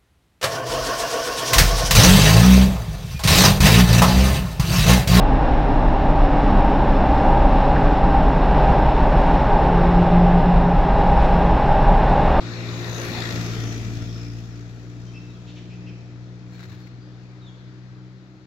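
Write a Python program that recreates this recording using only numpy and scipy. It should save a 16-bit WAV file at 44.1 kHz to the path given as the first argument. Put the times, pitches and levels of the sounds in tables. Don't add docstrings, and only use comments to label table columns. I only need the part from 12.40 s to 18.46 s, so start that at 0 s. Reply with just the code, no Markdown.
import sys
import numpy as np
from scipy import signal
from scipy.fft import rfft, irfft, next_fast_len
from scipy.io import wavfile
from scipy.ndimage import uniform_filter1d, map_coordinates

SR = 44100
rng = np.random.default_rng(int(sys.argv[2]) if len(sys.argv) > 2 else 0)


def dump(signal):
    limited = np.clip(np.atleast_2d(signal).T, -1, 1)
    pcm = np.round(limited * 32767).astype(np.int16)
    wavfile.write(sys.argv[1], SR, pcm)


N = 267334
TIME_S = np.arange(N) / SR


def amp(db):
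    return 10 ** (np.asarray(db) / 20)


def unit(x):
    return x / np.sqrt(np.mean(x ** 2) + 1e-20)


def along(points, hz):
    knots_hz, values = np.transpose(points)
    return np.interp(np.log(hz + 1), np.log(knots_hz + 1), values)


def curves(rows):
    knots_s, *columns = np.transpose(rows)
    return [np.interp(TIME_S, knots_s, column) for column in columns]


def wobble(rate):
    return map_coordinates(rng.standard_normal(int(N * rate / SR) + 4), [TIME_S * rate])


def step(middle_s, length_s):
    return (1 + np.tanh((TIME_S - middle_s) / length_s / 2)) / 2


def bell(middle_s, half_length_s):
    return np.exp(-((TIME_S - middle_s) / half_length_s) ** 2)


def filtered(x, response):
    size = next_fast_len(N + 8192)
    return irfft(rfft(x, size) * response(np.fft.rfftfreq(size, 1 / SR)), size)[..., :N]


# frequency_hz, left_minus_right_db
PORT_BALANCE = [(60, 4.5), (160, 3), (300, -1), (450, 3.5), (950, 3), (1400, 6), (1850, 10), (2150, 5),
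                (2450, 10.5), (3200, 0), (3800, 9), (4700, 0.5), (6200, 5), (12000, 2)]
# frequency_hz, left_lag_rad
PORT_LAG = [(40, .75), (120, 0.62), (200, 0.36), (300, 0.15), (400, 0.17)]

def ports(hz):
    ratio = amp(along(PORT_BALANCE, hz)) * np.exp(-1j * along(PORT_LAG, hz))
    return 2 * np.array([ratio, np.ones_like(ratio)]) / (1 + ratio)


# frequency_hz, correlation
PORT_LIKENESS = [(60, 0.8), (300, 0.8), (420, 0.86), (640, 0.67), (1000, 0.5), (1350, 0.37), (1900, -.5),
                 (2500, 0.18), (15000, 0)]

def rush(spectrum, patchy_db):
    cells = signal.stft(rng.standard_normal((2, N)), nperseg=512)[2]
    patches = uniform_filter1d(rng.standard_normal(cells.shape[1:]), 5, axis=0)
    patches = unit(uniform_filter1d(patches, 16, axis=1))
    pair = signal.istft(cells * amp(patchy_db * patches), nperseg=512)[1][:, :N]
    size = next_fast_len(N + 8192)
    hz = np.fft.rfftfreq(size, 1 / SR)
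    mid, side = rfft(pair, size) * amp(along(spectrum, hz))
    likeness = np.clip(along(PORT_LIKENESS, hz), -.8, 1)
    width = np.tan(np.arccos(likeness) / 2)
    gain = ports(hz)
    gain = gain / np.hypot(1, width * np.abs(gain[0] - 1))
    stereo = irfft(gain * np.array([mid + width * side, mid - width * side]), size)[:, :N]
    return stereo / stereo.mean(0).std()


# frequency_hz, density_db
TRAFFIC_SPECTRUM = [(30, -40), (60, -12), (100, 7), (150, -3.5), (200, -6), (375, 0), (440, -9.5),
                    (520, -8.5), (660, -11.5), (880, -12.5), (1100, -14.5), (1300, -12.5), (3000, -22.5),
                    (4100, -19.5), (7400, -34.5), (8500, -55.5)]
# time_s, level_db
TRAFFIC_LEVEL = [(0, -51.5), (3.9, -52), (4.5, -51.5), (5.3, -51), (6.06, -54.5)]

def traffic():
    level_db = curves(TRAFFIC_LEVEL)[0] + 0.13 * wobble(2.8)
    return amp(level_db) * rush(TRAFFIC_SPECTRUM, patchy_db=1.0)


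# start_s, length_s, start_hz, end_hz, level_db, overtone_db, hoarseness (0-1)
BIRD_NOTES = [(2.668, 0.037, 3158, 3105, -58, -14, 0.13), (2.735, 0.054, 2580, 2693, -49.5, -8, 0.17),
              (2.888, 0.038, 3900, 3600, -61, -22, 0.09), (2.943, 0.046, 3460, 3170, -64, -20, .1),
              (3.065, .055, 3000, 3430, -51.5, -7.5, 0.81), (3.154, .05, 2550, 2796, -50.5, -7, .8),
              (3.297, 0.061, 2470, 2620, -53, -9.5, 0.3), (3.461, 0.052, 2693, 2405, -50.5, -10.5, 0.31),
              (4.121, .06, 4200, 4310, -61.5, -25, .16), (4.422, .04, 4360, 4214, -60.5, -27, .17),
              (4.607, .05, 4700, 4800, -61.5, -39, 0.14), (5.007, .055, 3835, 3648, -59, -18, 0.2),
              (5.056, 0.047, 3698, 3210, -54, -11, 0.1)]

def birds(rasp_hz, buzz_hz, ragged):
    song = np.zeros(N)
    for start_s, length_s, start_hz, end_hz, level_db, overtone_db, hoarseness in BIRD_NOTES:
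        on = (TIME_S > start_s) & (TIME_S < start_s + length_s)
        progress = (TIME_S[on] - start_s) / length_s
        jitter = unit(uniform_filter1d(rng.standard_normal(len(progress)), size=40))
        buzz = np.sin(2 * np.pi * buzz_hz * TIME_S[on]) + ragged * jitter
        pitch_hz = start_hz + (end_hz - start_hz) * progress + rasp_hz * hoarseness * buzz
        phase = 2 * np.pi * np.cumsum(pitch_hz) / SR
        envelope = amp(level_db) * np.sqrt(2 * np.abs(np.sin(np.pi * progress)))
        song[on] += envelope * (np.sin(phase) + amp(overtone_db) * np.sin(2 * phase))
    return filtered(song, lambda hz: 1 / (1 + (hz / 7000) ** 16))


# frequency_hz, t60_s
FOREST_DECAY = [(200, 0.61), (3000, 0.91), (10000, 0.75)]

def forest(x):
    hz, age_s, cells = signal.stft(rng.standard_normal((2, SR // 2)), SR, nperseg=256)
    decay = amp(-60 * age_s / along(FOREST_DECAY, hz)[:, None])
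    tail = signal.istft(cells * decay, SR, nperseg=256)[1]
    return signal.fftconvolve(x[None], tail / np.linalg.norm(tail[0]), axes=1)[:, :N]


# middle_s, level_db, half_length_s
HAND_RUBS = [(4.155, -57.5, .035), (4.206, -51, .015), (4.242, -50.5, 0.016), (4.3, -54, .012),
             (4.326, -53.5, .014), (4.35, -56, .012), (4.41, -58.5, 0.038), (4.472, -57, .007)]
# frequency_hz, density_db
SKIN_SPECTRUM = [(200, -15.5), (500, -1), (1200, 4), (2400, 2), (3100, -4.5), (4100, 2.5), (5200, -6.5),
                 (7000, -5.5), (8700, -25), (13000, -16.5), (15800, -16.5)]

def hand(grain_db, bump_db, bump_hz):
    power = sum(amp(level_db) ** 2 / (1 + ((TIME_S - middle_s) / half_length_s) ** 2) ** 2
                for middle_s, level_db, half_length_s in HAND_RUBS)
    grain = unit(amp(grain_db * wobble(700)))
    bump = amp(bump_db) * bell(4.32, 0.056) * np.sin(2 * np.pi * bump_hz * TIME_S)
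    return np.sqrt(power) * grain * rush(SKIN_SPECTRUM, patchy_db=2.1) + bump


SPEED_M_PER_S, CLOSEST_M = 6.42, 2.93
TAIL_TURN_S, TAIL_RISE_S = 0.92, 0.08

def passing(abreast_s, db, ahead_db, behind_db):
    road_m = SPEED_M_PER_S * (TIME_S - abreast_s)
    doublings = np.log2(np.hypot(1, road_m / CLOSEST_M))
    sag_db = 2.5 * bell(2.22, 0.44)
    return db - np.where(road_m < 0, ahead_db, behind_db) * doublings - sag_db


# time_s, firing_hz
FIRING_RATE = [(0, 57.67), (.2, 58.48), (.75, 58.41), (1.05, 57.43), (1.35, 56.94), (1.65, 57.47),
               (2.8, 59.5), (3.2, 59.59), (4.45, 60.48), (6.06, 62.55)]

def crank(jitter):
    return np.cumsum(curves(FIRING_RATE)[0]) / SR + jitter * wobble(22)


def order(firings, multiple, db, flutter_db):
    line = np.exp(2j * np.pi * (multiple * firings + rng.random()))
    mean_hz = multiple * np.mean(FIRING_RATE, axis=0)[1:]
    return np.sqrt(2) * amp(db + flutter_db * wobble(16)) * (ports(mean_hz) * line).real


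def bursts(firings, depth, sharp, scatter_db):
    strengths = amp(scatter_db * rng.uniform(-np.sqrt(3), np.sqrt(3), 1000))
    nearest = np.floor(firings + .5).astype(int) % 1000
    peaks = unit(strengths[nearest] * np.exp(sharp * (np.cos(2 * np.pi * firings) - 1)))
    return np.sqrt(1 - depth + depth * peaks ** 2)


# middle_s, half_length_s, pitch_hz, width_hz, level_db, left_minus_right_db
HISS_FLARES = [(.3, 0.66, 3910, 903, -50.5, 14.5), (.58, 0.073, 6350, 904, -44, 12.5),
               (.81, 0.13, 3910, 1201, -40.3, 13), (.84, .13, 1904, 450.4, -44, 15),
               (1.05, 0.044, 6250, 696, -49, 3), (1.22, 0.21, 3330, 700, -51, 7),
               (1.312, 0.087, 5950, 649.5, -48, 3), (1.65, .1, 3510, 702, -52, -1),
               (1.777, 0.18, 5334, 796.3, -50.5, 1)]

def flares(firings, sink_per_s):
    hiss = np.zeros((2, N))
    for middle_s, half_length_s, pitch_hz, width_hz, level_db, left_db in HISS_FLARES:
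        phase = 2 * np.pi * np.cumsum(pitch_hz * np.exp(-sink_per_s * (TIME_S - middle_s))) / SR
        band = np.array([wobble(width_hz) * np.cos(phase) + wobble(width_hz) * np.sin(phase)
                         for _ in range(2)])
        pan = amp([[left_db / 2], [-left_db / 2]])
        hiss += amp(level_db) * pan * bell(middle_s, half_length_s) * band
    return hiss * bursts(firings, depth=0.6, sharp=1.2, scatter_db=3.5)


# frequency_hz, density_db
FRONT_SPECTRUM = [(260, -14.5), (450, -1.5), (577, -5), (681, -4.5), (937, -8), (1380, -6), (1610, -8),
                  (1880, -6.5), (2170, -10.5), (2440, -8.5), (3090, -16.5), (3830, -11), (5460, -17),
                  (6360, -16.5), (7600, -25), (9880, -66), (16700, -120)]
# frequency_hz, density_db
TAIL_SPECTRUM = [(260, -38), (450, 1), (495, -18.5), (705, -7.5), (852, -16.5), (1100, -14), (1380, -7.5),
                 (1560, -14), (1950, -11), (2140, -16.5), (2380, -8.5), (3020, -17.5), (3440, -14),
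                 (4110, -16), (6000, -14), (7600, -23), (9880, -76), (16700, -120)]
# frequency_hz, density_db
HISS_SPECTRUM = [(6000, -44.5), (8500, -8.5), (10000, -4), (12500, -1.5), (15800, -5.5)]
# time_s, relative_level_db
HISS_LEVEL = [(0, -72), (.26, -67), (.63, -53.5), (.75, -57), (.97, -57), (1.3, -63), (1.75, -69.5),
              (2.15, -78), (2.8, -82.5), (3.9, -93.5)]

def tyres_and_clatter(firings, clatter_depth):
    behind = step(TAIL_TURN_S, TAIL_RISE_S)
    front = rush(FRONT_SPECTRUM, patchy_db=1.85)
    tail = amp(-3.5) * rush(TAIL_SPECTRUM, patchy_db=1.7)
    level_db = passing(abreast_s=0.9226, db=-34.5, ahead_db=7, behind_db=9.5)
    body = amp(level_db) * (np.sqrt(1 - behind) * front + np.sqrt(behind) * tail)
    hiss = amp(curves(HISS_LEVEL)[0] + 1.7) * rush(HISS_SPECTRUM, patchy_db=2.4)
    roar = filtered(body, lambda hz: 1 / (1 + (hz / 1900) ** 4))
    depth = clatter_depth * step(0.44, .06)
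    return roar + (body - roar + hiss) * bursts(firings, depth, sharp=1.0, scatter_db=3.5)


def throb_db(rate_hz, crest_s, depth):
    phase = 2 * np.pi * rate_hz * (TIME_S - crest_s) + 0.23 * wobble(3)
    return 20 * np.log10(np.abs(1 + depth * np.exp(1j * phase)))


# time_s, second_order_relative_db, third_order_relative_db
DRONE_LEVELS = [(0.0, -37, -39), (0.1, -33.5, -42), (0.37, -31, -36), (0.64, -33.5, -48),
                (0.76, -36.5, -37), (0.86, -32.5, -42), (0.99, -28.5, -34.5), (1.43, -29.5, -49),
                (1.67, -31, -40), (2.41, -39, -49.5), (2.65, -37, -44), (3.11, -40.5, -45.5),
                (3.39, -39, -40), (3.66, -38.5, -49.5), (4.15, -41, -44), (4.91, -42, -50),
                (5.67, -42, -48.5), (6.06, -52, -53)]
# multiple, front_db, behind_db
UPPER_ORDERS = [(6, -0.5, -4.5), (7, -5, -11.5), (8, -26, -9.5), (9, -8.5, -21), (11, -14, -18),
                (12, -20, -17.5)]
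# multiple, level_db
UNEVEN_LINES = [(5 / 3, -10), (10 / 3, -6), (17 / 3, -13.5)]

def exhaust(firings):
    second_db, third_db = curves(DRONE_LEVELS)
    engine_db = passing(abreast_s=0.95, db=-40.5, ahead_db=4.5, behind_db=6.5)
    engine_db += 3.5 * bell(3.8, .75)
    pipe_db = passing(abreast_s=1.5, db=-39.5, ahead_db=6.5, behind_db=6.5)
    fourth_db = passing(abreast_s=1.0, db=-42, ahead_db=11, behind_db=8)
    fifth_db = passing(abreast_s=1.38, db=-44, ahead_db=3.5, behind_db=4)
    hum = order(firings, 1, pipe_db - .7, flutter_db=.8)
    hum += order(firings, 2, second_db - .3, flutter_db=.6)
    hum += order(firings, 3, third_db - .7, flutter_db=0.97)
    hum += order(firings, 4, fourth_db, flutter_db=2.1)
    hum += order(firings, 5, fifth_db + throb_db(rate_hz=3.21, crest_s=4.08, depth=0.68), flutter_db=0.7)
    behind = step(TAIL_TURN_S, TAIL_RISE_S)
    upper = sum(order(firings, multiple, engine_db + front + (back - front) * behind, flutter_db=2.0)
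                for multiple, front, back in UPPER_ORDERS)
    near_db = pipe_db + .7 * (pipe_db - pipe_db.max())
    uneven = sum(order(firings, multiple, near_db + db, flutter_db=3.0) for multiple, db in UNEVEN_LINES)
    puffs = bursts(firings, depth=.5, sharp=1.3, scatter_db=1.5)
    return hum + upper + uneven + rumble(engine_db + 3.5) * puffs


# frequency_hz, density_db
RUMBLE_SPECTRUM = [(25, -41.5), (45, -19.5), (90, 4.5), (150, 1), (215, 2), (330, 0.5), (450, -12),
                   (520, -14.5), (650, -10.5), (900, -27.5), (2000, -66.5)]

def rumble(level_db):
    return amp(level_db) * rush(RUMBLE_SPECTRUM, patchy_db=1.3)


def scene():
    firings = crank(jitter=0.0075)
    van = exhaust(firings) + tyres_and_clatter(firings, clatter_depth=0.27)
    van += flares(firings, sink_per_s=.13)
    song = birds(rasp_hz=1010, buzz_hz=575, ragged=.5)
    background = traffic() + amp([[0], [-2.5]]) * song + amp(-0.2) * forest(song)
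    return background + hand(grain_db=3.0, bump_db=-42, bump_hz=98) + van


def record(dry):
    fade_s, top_hz = .008, 15850
    fade = np.minimum(1, np.minimum(TIME_S, TIME_S[::-1]) / fade_s)
    return filtered(dry * fade, lambda hz: hz < top_hz)


dry = scene()
out = record(dry)
dump(out)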